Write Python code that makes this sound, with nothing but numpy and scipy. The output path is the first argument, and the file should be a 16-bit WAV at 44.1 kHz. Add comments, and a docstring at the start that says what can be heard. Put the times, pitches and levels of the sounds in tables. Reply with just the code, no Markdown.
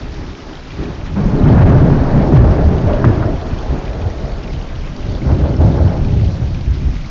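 """Thunder over a rainy railway yard

Two rolls of thunder over steady rain, heard from a small outdoor camera microphone. Every kink of
the lightning channel sends its own pressure wave; hills and air smear them into a roll. Rain hisses
on gravel and roofs, drops tick and plink close by; the loudest waves overload the input."""
import sys
import numpy as np
from scipy import signal
from scipy.io import wavfile
from scipy.ndimage import uniform_filter1d, minimum_filter1d

SR = 44100
rng = np.random.default_rng(int(sys.argv[2]) if len(sys.argv) > 2 else 0)


def wav_out(sig):
    """Save sig, one row per channel (or a flat mono array), as 16-bit PCM at SR to the path in sys.argv[1]."""
    wavfile.write(sys.argv[1], SR, np.round(np.clip(np.atleast_2d(sig).T, -1, 1) * 32767).astype(np.int16))


N = 313110

# single heavy booms in the roll: t/s, level/dB, f/Hz, hold before dying/s
BOOMS = [(0.286, -23.5, 79, 0.029), (0.79, -15.5, 50.3, 0.021), (1.163, -11.5, 198, 0.042),
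         (1.198, -14.5, 147, 0.038), (1.255, -7, 197, 0.014), (1.24, -7.5, 40.4, 0.024),
         (1.43, -1, 108, 0.013), (1.502, -4, 110.7, 0.038), (1.553, 4, 78.1, 0.012),
         (1.591, -3.5, 135.3, 0.05), (1.637, 8, 98, 0.012), (1.763, -2, 95, 0.012), (1.868, -7, 151, 0.021),
         (1.909, -6.5, 142, 0.017), (2.143, -3, 111, 0.013), (2.167, 3, 128, 0.01), (2.328, 0.5, 151, 0.03),
         (2.361, -3.5, 118.2, 0.079), (2.637, -7.5, 69.6, 0.044), (2.856, -7.5, 94, 0.02),
         (3.026, 1.5, 108, 0.0063), (3.063, -0.5, 103.4, 0.02), (3.098, -11, 102.6, 0.015),
         (3.252, -3, 95, 0.013), (3.528, -3.5, 73, 0.0073), (3.683, -9, 54.4, 0.02), (3.889, -11, 52, 0.03),
         (4.017, -11.5, 67, 0.021), (4.057, -4, 81, 0.016), (4.237, -11, 53.8, 0.014),
         (4.516, -10.5, 57, 0.016), (4.987, -10.5, 40.6, 0.026), (5.061, -20, 112, 0.033),
         (5.262, -5, 67, 0.059), (5.318, 0.5, 70, 0.017), (5.59, -2.5, 79.3, 0.058),
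         (5.647, 7, 83.3, 0.012), (5.793, -7, 79, 0.042), (5.846, -3, 92, 0.027),
         (6.006, -4.5, 59.3, 0.017), (6.122, -5, 110, 0.024), (6.186, -9, 94, 0.0077),
         (6.214, 1.5, 109, 0.0067), (6.233, -5, 97, 0.013), (6.368, -20, 70, 0.0087),
         (6.419, -9, 114, 0.012), (6.668, -8, 57.2, 0.06), (6.843, -5.5, 63.3, 0.032),
         (6.888, -1.5, 48.7, 0.011)]
# cracks from near kinks: t/s, level/dB, lift/dB (the shorter waves each take a share of it)
CRACKS = [(0.165, -39, 14), (0.78, -23, 9), (0.803, -24, 2), (1.166, -25, 2), (1.46, -26, 3.5),
          (1.603, -28, 5), (2.325, -34, 7.5), (2.926, -22, -3), (3.0426, 2, 13), (3.226, -8, 2),
          (3.231, -12, -3), (3.279, -28, 1), (3.694, -28, 5), (4.227, -31, 5), (5.06, -34, 4),
          (5.25, -28, -2), (5.44, -23, 4.5), (5.611, -25, 6), (5.82, -22, -1), (6.895, -36, 9)]
ECHO_S = 0.0065  # a crack's echoes build up over this time


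def gain_of(db):
    """Decibels to a factor."""
    return 10 ** (np.asarray(db) / 20)


def unit_rms(x):
    """Scales to rms 1."""
    return x / np.sqrt(np.mean(x ** 2) + 1e-20)


def curves(rows):
    """Every column after the time column, interpolated sample by sample."""
    times, *columns = np.transpose(rows)
    return [np.interp(np.arange(N) / SR, times, column) for column in columns]


def add(mix, s, sound):
    """Mixes a sound in at time s."""
    part = mix[max(round(s * SR), 0):][:len(sound)]
    part += sound[:len(part)]


def coloured(x, spectrum):
    """Causal filter with the given spectrum: the phase follows from the log gain."""
    size = 16384
    hz, db = np.transpose(spectrum)
    bin_hz = abs(np.fft.fftfreq(size, 1 / SR))
    log_gain = np.log(gain_of(np.interp(np.log(bin_hz + 1), np.log(hz + 1), db)))
    taps = np.fft.ifft(np.exp(np.conj(signal.hilbert(log_gain)))).real[:size // 2]
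    return signal.oaconvolve(x, taps)[:len(x)]


def resonate(x, hz, width_hz):
    """A moving resonance: shifts the curve hz down to zero, smooths, and shifts back."""
    turn = np.exp(2j * np.pi * np.cumsum(hz) / SR)
    pole = np.exp(-np.pi * width_hz / SR)
    return 2 * (turn * signal.lfilter([1 - pole], [1, -pole], x / turn)).real


def low_pass(x, hz):
    """Steep band limit."""
    return signal.oaconvolve(x, signal.firwin(511, hz, window=("kaiser", 9), fs=SR)[None], "same")


def arrivals(per_s, spread_db):
    """Clicks of random sign and size at random moments."""
    chance, sign, size = rng.random(N), rng.choice([-1., 1.], N), rng.exponential(1, N)
    return (chance < per_s / SR) * sign * gain_of(spread_db * np.minimum(size, 4))


def decays(times, heights, tau_s):
    """Jumps at the given times that fade exponentially, summed."""
    jumps = np.zeros(N)
    np.add.at(jumps, (np.asarray(times) * SR).astype(int), heights)
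    return signal.lfilter([1], [1, -np.exp(-1 / (tau_s * SR))], jumps)


def rings(rows, t60, rise_cycles, glide, rough):
    """Each row is a tone that rises, may hold, and dies; noise roughens its phase."""
    out, t = np.zeros(N), np.arange(SR // 4) / SR
    for s, db, hz, *hold in rows:
        turns = hz * t * (1 + glide * t / t60)
        wobble = unit_rms(uniform_filter1d(rng.standard_normal(len(t)), size=round(SR / hz)))
        attack = 1 - np.exp(-t * hz / rise_cycles)
        fall = gain_of(db - 60 * np.maximum(t - sum(hold), 0) / t60)
        add(out, s, attack * fall * np.sin(2 * np.pi * turns + rough * wobble))
    return out


def waves(level_db, spectrum, per_s, spread_db):
    """One size of pressure wave: random arrivals, wavering by 1 dB rms about a level curve."""
    span = round(0.06 * SR)
    waver_db = unit_rms(uniform_filter1d(uniform_filter1d(rng.standard_normal(N), span), span))
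    return gain_of(level_db + waver_db) * unit_rms(coloured(arrivals(per_s, spread_db), spectrum))


def roll():
    """Long waves from the far channel over a deeper swell; their length drifts, and a share hums."""
    # long waves: t/s, level/dB, hum f/Hz
    long_track = [(0.0, -27, 61.7), (0.3, -31, 59.4), (0.45, -39, 58.2), (0.7, -31.5, 45.2),
                  (0.85, -27, 50.8), (1.0, -26.5, 59.6), (1.3, -21.5, 109.2), (1.55, -8, 114.3),
                  (1.85, -11.5, 79), (1.95, -12.5, 63), (2.08, -22, 63.4), (2.17, -6.5, 60),
                  (2.28, -20.5, 59.6), (2.37, -5.5, 58.7), (2.55, -12.5, 54.6), (2.7, -12.5, 79),
                  (2.93, -22.5, 82.4), (3.08, -9.5, 88), (3.4, -24, 75.4), (3.75, -21.5, 55.4),
                  (4.05, -22.5, 55), (4.35, -25.5, 59.5), (4.45, -28, 71), (4.55, -23, 70.4),
                  (4.67, -35, 80.2), (4.78, -21, 90.3), (4.9, -36, 92), (5.1, -17.5, 77),
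                  (5.2, -24.5, 79.2), (5.3, -16, 75.8), (5.55, -15.5, 77), (5.62, -12.5, 81),
                  (5.75, -15.5, 78.4), (5.85, -12.5, 84), (5.97, -20.5, 80), (6.15, -13, 90),
                  (6.27, -12, 79), (6.33, -16.5, 79), (6.45, -16, 70.4), (6.63, -24, 58.6),
                  (6.72, -16.5, 58.4), (6.76, -17, 60), (6.82, -16, 60.2), (6.92, -25, 56.3),
                  (6.97, -25, 50.3), (7.1, -29.5, 55.2)]
    # deepest swell: t/s, level/dB
    swell_track = [(0.0, -26), (0.5, -35.5), (0.92, -34), (1.05, -27.5), (1.5, -15.5), (2.3, -18),
                   (2.8, -19.5), (3.1, -22), (4.0, -26), (4.65, -24.5), (5.0, -21), (5.8, -35),
                   (6.02, -16.5), (6.4, -31), (6.7, -22.5), (7.1, -23.5)]
    # spectra of the two: f/Hz, level/dB
    long_spectrum = [(25, -53.5), (45, 1), (80, 4.5), (135, -1.5), (180, -15), (400, -76.5)]
    swell_spectrum = [(10, -20.5), (22, 7), (40, 5), (60, -4.5), (120, -64)]
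    long_db, hum_hz = curves(long_track)
    swell_db, = curves(swell_track)
    long = unit_rms(coloured(arrivals(per_s=400, spread_db=0.46), long_spectrum))
    swell = unit_rms(coloured(arrivals(per_s=270, spread_db=3.0), swell_spectrum))
    hum = unit_rms(resonate(long, hum_hz, width_hz=38))
    return gain_of(long_db) * unit_rms(1.6 * long + hum) + gain_of(swell_db) * swell


def hollow(short):
    """The short waves, with a part of them ringing on in a narrow, drifting band."""
    # hollow ring: t/s, gain/dB, f/Hz
    ring_track = [(0.0, -12, 583), (1.5, -14, 608), (2.6, -4, 614), (2.8, -11, 636), (2.9, 11.5, 606),
                  (2.98, 4, 574), (3.05, -6, 596), (3.16, -0.5, 640), (3.22, 3.5, 610), (3.29, 8.5, 630),
                  (3.4, -5, 676), (3.72, -8, 586), (4.25, -6.5, 624), (4.6, -8, 654), (5.2, -1, 569),
                  (7.1, -7, 588)]
    db, hz = curves(ring_track)
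    return short + gain_of(db) * resonate(resonate(short, hz, width_hz=100), hz, width_hz=390)


def peal():
    """Ever shorter waves: booms drag middle ones along, cracks lift the rest, distance dulls the top."""
    # body of the peal: t/s, middle level/dB, upper level/dB
    body_track = [(0.0, -31, -32), (0.12, -35, -36.5), (0.2, -33, -34.5), (0.36, -37, -36),
                  (0.5, -40.5, -35), (0.58, -38, -41), (0.69, -35, -43), (0.77, -33, -34),
                  (0.81, -24, -23.5), (0.9, -24, -32), (0.94, -34.5, -34.5), (1.05, -29.5, -33.5),
                  (1.15, -23, -36), (1.165, -22, -25), (1.27, -15, -26.5), (1.32, -14.5, -18),
                  (1.62, -6.5, -17), (1.8, -14, -18), (1.88, -12, -21), (1.94, -8.5, -18),
                  (2.0, -14.5, -17.5), (2.08, -22, -23), (2.16, -5.5, -31), (2.22, -12, -25),
                  (2.31, -19, -14.5), (2.33, -12, -9.5), (2.59, -16.5, -22.5), (2.98, -20, -21.5),
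                  (3.04, -13.5, -19), (3.07, -6, -13.5), (3.11, -22, -19), (3.2, -19.5, -25.5),
                  (3.3, -23, -19), (3.41, -31, -34.5), (3.51, -24, -25.5), (3.65, -32, -37),
                  (3.74, -17.5, -26), (3.85, -31.5, -34), (4.05, -25, -37), (4.19, -34.5, -34.5),
                  (4.26, -25, -35.5), (4.36, -34, -35.5), (4.55, -28, -36), (4.69, -36.5, -39),
                  (4.92, -30, -37), (5.04, -30, -34.5), (5.07, -20, -29.5), (5.13, -26, -30),
                  (5.2, -27.5, -32.5), (5.28, -18.5, -23), (5.56, -19.5, -27), (5.6, -25, -21.5),
                  (5.7, -10.5, -22.5), (5.76, -22, -25), (5.83, -17, -22.5), (5.93, -21, -34),
                  (6.11, -18.5, -25), (6.55, -28, -38.5), (6.84, -26, -33.5), (7.06, -28.5, -51),
                  (7.1, -45, -31)]
    # short, knocking waves: t/s, level/dB
    knock_track = [(0.0, -39), (0.36, -43), (0.5, -38.5), (0.58, -40.5), (0.76, -44.5), (0.83, -35),
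                   (1.145, -40), (1.17, -26), (1.44, -24.5), (1.47, -20), (1.64, -19), (1.8, -21),
                   (1.92, -21), (2.08, -22.5), (2.17, -19), (2.3, -22), (2.37, -20.5), (2.61, -22.5),
                   (2.83, -27), (2.9, -23), (3.0, -26.5), (3.07, -23.5), (3.22, -25.5), (3.29, -27),
                   (3.35, -30.5), (3.64, -33), (3.74, -29.5), (3.85, -32), (4.05, -31), (4.17, -35.5),
                   (4.25, -30), (4.4, -34), (4.5, -35.5), (4.94, -41), (5.12, -34.5), (5.24, -35.5),
                   (5.3, -24), (5.37, -32), (5.46, -25), (5.58, -32), (5.61, -22), (5.7, -25.5),
                   (5.73, -27), (5.77, -25), (5.89, -26), (5.99, -30.5), (6.15, -34.5), (6.2, -37),
                   (6.32, -32.5), (6.39, -38.5), (6.44, -33.5), (6.49, -39.5), (7.1, -47.5)]
    # crackle lost in the air as the part of the channel heard lies farther off: t/s, loss/dB
    air_loss = [(0.0, -2), (1.1, -1.5), (1.17, 2), (1.43, 0.5), (1.48, -0.5), (1.56, -0.5), (1.64, -2),
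                (1.74, -0.5), (1.85, 0.5), (2.2, 0.5), (2.31, 4.5), (2.36, -2.5), (2.44, 0), (2.5, 2),
                (2.57, -0.5), (2.75, 0.5), (2.9, 0), (3.1, 0), (3.6, -0.5), (4.5, 3), (5.3, 1), (5.6, 5),
                (5.75, 3), (5.9, 3), (6.3, 10), (7.1, 8)]
    # spectra of the five sizes of wave, longest first: f/Hz, level/dB
    middle_spectrum = [(70, -39), (135, -5.5), (245, -15.5), (320, -21.5), (800, -74.5)]
    upper_spectrum = [(140, -37), (245, 3), (410, -2), (540, -31), (1200, -63)]
    short_spectrum = [(220, -28), (400, -1.5), (620, -4.5), (850, -7), (1200, -39), (2500, -67.5)]
    crackle_spectrum = [(500, -45), (900, -1), (1600, -8.5), (2400, -31), (5000, -44), (8000, -55.5)]
    tear_spectrum = [(1000, -37.5), (1700, -1.5), (2400, -7.5), (3200, -15.5), (5000, -30.5), (8000, -65)]
    middle_db, upper_db = curves(body_track)
    short_db, = curves(knock_track)
    loss_db, = curves(air_loss)
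    boom_s, boom_db, *_ = np.transpose(BOOMS)
    wake = decays(boom_s, gain_of(boom_db - 18.5), tau_s=0.11 / np.log(1000))
    middle_db = 10 * np.log10(gain_of(2 * middle_db) + wake ** 2)  # powers add
    crack_s, _, crack_lift_db = np.transpose(CRACKS)
    lift_db = decays(crack_s + ECHO_S, crack_lift_db, tau_s=0.034)
    crackle_db = short_db - 7.5 + 0.19 * lift_db - loss_db
    tear_db = short_db - 18 + 0.76 * lift_db - 1.96 * loss_db
    return (waves(middle_db, middle_spectrum, per_s=700, spread_db=2.5)
            + waves(upper_db + 0.53 * lift_db, upper_spectrum, per_s=1400, spread_db=3.0)
            + hollow(waves(short_db + 0.26 * lift_db, short_spectrum, per_s=1500, spread_db=-0.46))
            + waves(crackle_db, crackle_spectrum, per_s=3000, spread_db=0.0)
            + waves(tear_db, tear_spectrum, per_s=3000, spread_db=2.0))


def hiss():
    """Countless drops far across the yard merge into noise with drifting patches and a shared flicker."""
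    # rain on gravel and roofs: f/Hz, level/dB
    rain_spectrum = [(100, -10.5), (400, -4.5), (1200, -0.5), (2800, -7.5), (4500, -10), (6300, -13.5),
                     (9000, -13.5)]
    frames = N // 64 + 5
    real, imag, patches = rng.standard_normal((frames, 129, 3)).T
    patches = unit_rms(uniform_filter1d(uniform_filter1d(patches, size=6, axis=0), size=30, axis=1))
    flicker = unit_rms(uniform_filter1d(rng.standard_normal(frames), size=20))
    spectra = (real + 1j * imag) * gain_of(1.57 * patches + 0.5 * flicker)
    noise = signal.istft(spectra, nperseg=256, noverlap=192)[1][:N]
    return gain_of(-38) * unit_rms(coloured(noise, rain_spectrum))


def patter():
    """Nearer drops, each a short plink of its own pitch that glides up."""
    impacts = arrivals(per_s=330, spread_db=4.6)
    pitch_index = rng.integers(0, 30, N)
    out, t = np.zeros(N), np.arange(1500) / SR
    for k, hz in enumerate(np.geomspace(1900, 6800, num=30)):
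        decay_cycles = rng.uniform(2.3, 7.5)
        envelope = np.exp(-t * hz / decay_cycles) * (1 - np.exp(-t * hz / 2.0))
        plink = np.sin(2 * np.pi * hz * t * (1 + 7.5 * t)) * envelope * (2000 / hz) ** 0.4
        out += signal.oaconvolve(impacts * (pitch_index == k), plink)[:N]
    return gain_of(-50.5) * unit_rms(out)


def splats():
    """Large drops burst on hard ground into a toneless spray: a sudden start and a short tail."""
    # spray: f/Hz, level/dB
    spray_spectrum = [(900, -29.5), (2000, 0.5), (4000, -2), (6500, -10.5), (9000, -11.5)]
    impacts = abs(arrivals(per_s=55, spread_db=3.3))
    bursts = decays(np.arange(N) / SR, impacts, tau_s=0.057 / np.log(1000))
    return gain_of(-49.5) * unit_rms(coloured(bursts * rng.standard_normal(N), spray_spectrum))


def near_drops():
    """Single drops close to the microphone stand out as rough, slightly rising ticks."""
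    # close drops: t/s, level/dB, f/Hz
    drops = [(0.0164, -30, 3380), (0.3506, -26, 2340), (0.4023, -31, 2830), (0.5322, -27, 2920),
             (0.5536, -29, 3770), (0.7047, -24, 2370), (1.0124, -27, 2180), (2.7821, -23.5, 2850),
             (2.9325, -22.5, 2760), (3.4126, -28, 3300), (3.5104, -25, 2450), (3.5423, -30, 2770),
             (3.5867, -26, 3280), (3.8787, -23.5, 2330), (3.93, -26, 2350), (4.4412, -25, 2640),
             (4.4767, -24, 2330), (4.6134, -25.5, 2830), (4.624, -32, 4630), (4.6876, -27, 2330),
             (4.7537, -29, 2800), (4.759, -30, 3300), (4.9634, -27, 4640), (5.028, -27, 2700),
             (5.1501, -25, 3360), (5.5383, -29, 2910), (5.9284, -34, 2050), (6.0473, -23.5, 2370),
             (6.546, -22.5, 2290)]
    return rings(drops, t60=0.021, rise_cycles=1.8, glide=0.1, rough=0.8)


def cracks():
    """A near kink sends a push and a pull of air; ground and roofs scatter its echoes."""
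    crack_hz, width_s = 1000, 0.0003
    pulse_t = (np.arange(88) - 44) / SR
    rounding = np.exp(-0.5 * (pulse_t / width_s) ** 2)  # the air softens the edges
    pulse = -np.sin(2 * np.pi * crack_hz * pulse_t) * rounding
    out, t = np.zeros(N), np.arange(SR // 5) / SR
    echo_envelope = 0.45 * gain_of(-60 * t / 0.048) * np.clip(t / ECHO_S, 0, 1) ** 2
    for s, db, _ in CRACKS:
        paths = echo_envelope * rng.standard_normal(len(t)) * (rng.random(len(t)) < 0.03)
        paths[0] = 1  # direct sound
        add(out, s, gain_of(db) * signal.oaconvolve(paths, pulse))
    return out


def booms():
    """Single heavy waves stand out of the roll, each a few low cycles long."""
    return rings(BOOMS, t60=0.05, rise_cycles=0.57, glide=-0.000055, rough=0.11)


def scene():
    """Thunder and rain as they reach one microphone in the yard."""
    return (booms() + near_drops() + roll() + peal() + cracks() + hiss() + patter() + splats())[None]


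def record(dry):
    """The camera's input: a quick limiter, treble loss and a band limit; overshoots are cut flat."""
    # treble loss of the microphone path: f/Hz, gain/dB
    microphone_response = [(5500, -0.5), (6400, -3.5), (7000, -9.5), (7400, -19), (7800, -28), (8500, -47)]
    ceiling, span = 1.03, 221  # the limiter acts over 5 ms
    allowed_gain = np.minimum(ceiling / (abs(dry) + 1e-9), 1)
    held_gain = minimum_filter1d(allowed_gain, size=span, axis=1)
    limited = dry * uniform_filter1d(held_gain, size=span, axis=1)
    dulled = low_pass(coloured(limited[0], microphone_response)[None], hz=7870)
    return low_pass(np.clip(dulled, -1, 1), hz=15700)


dry = scene()
out = record(dry)
wav_out(out)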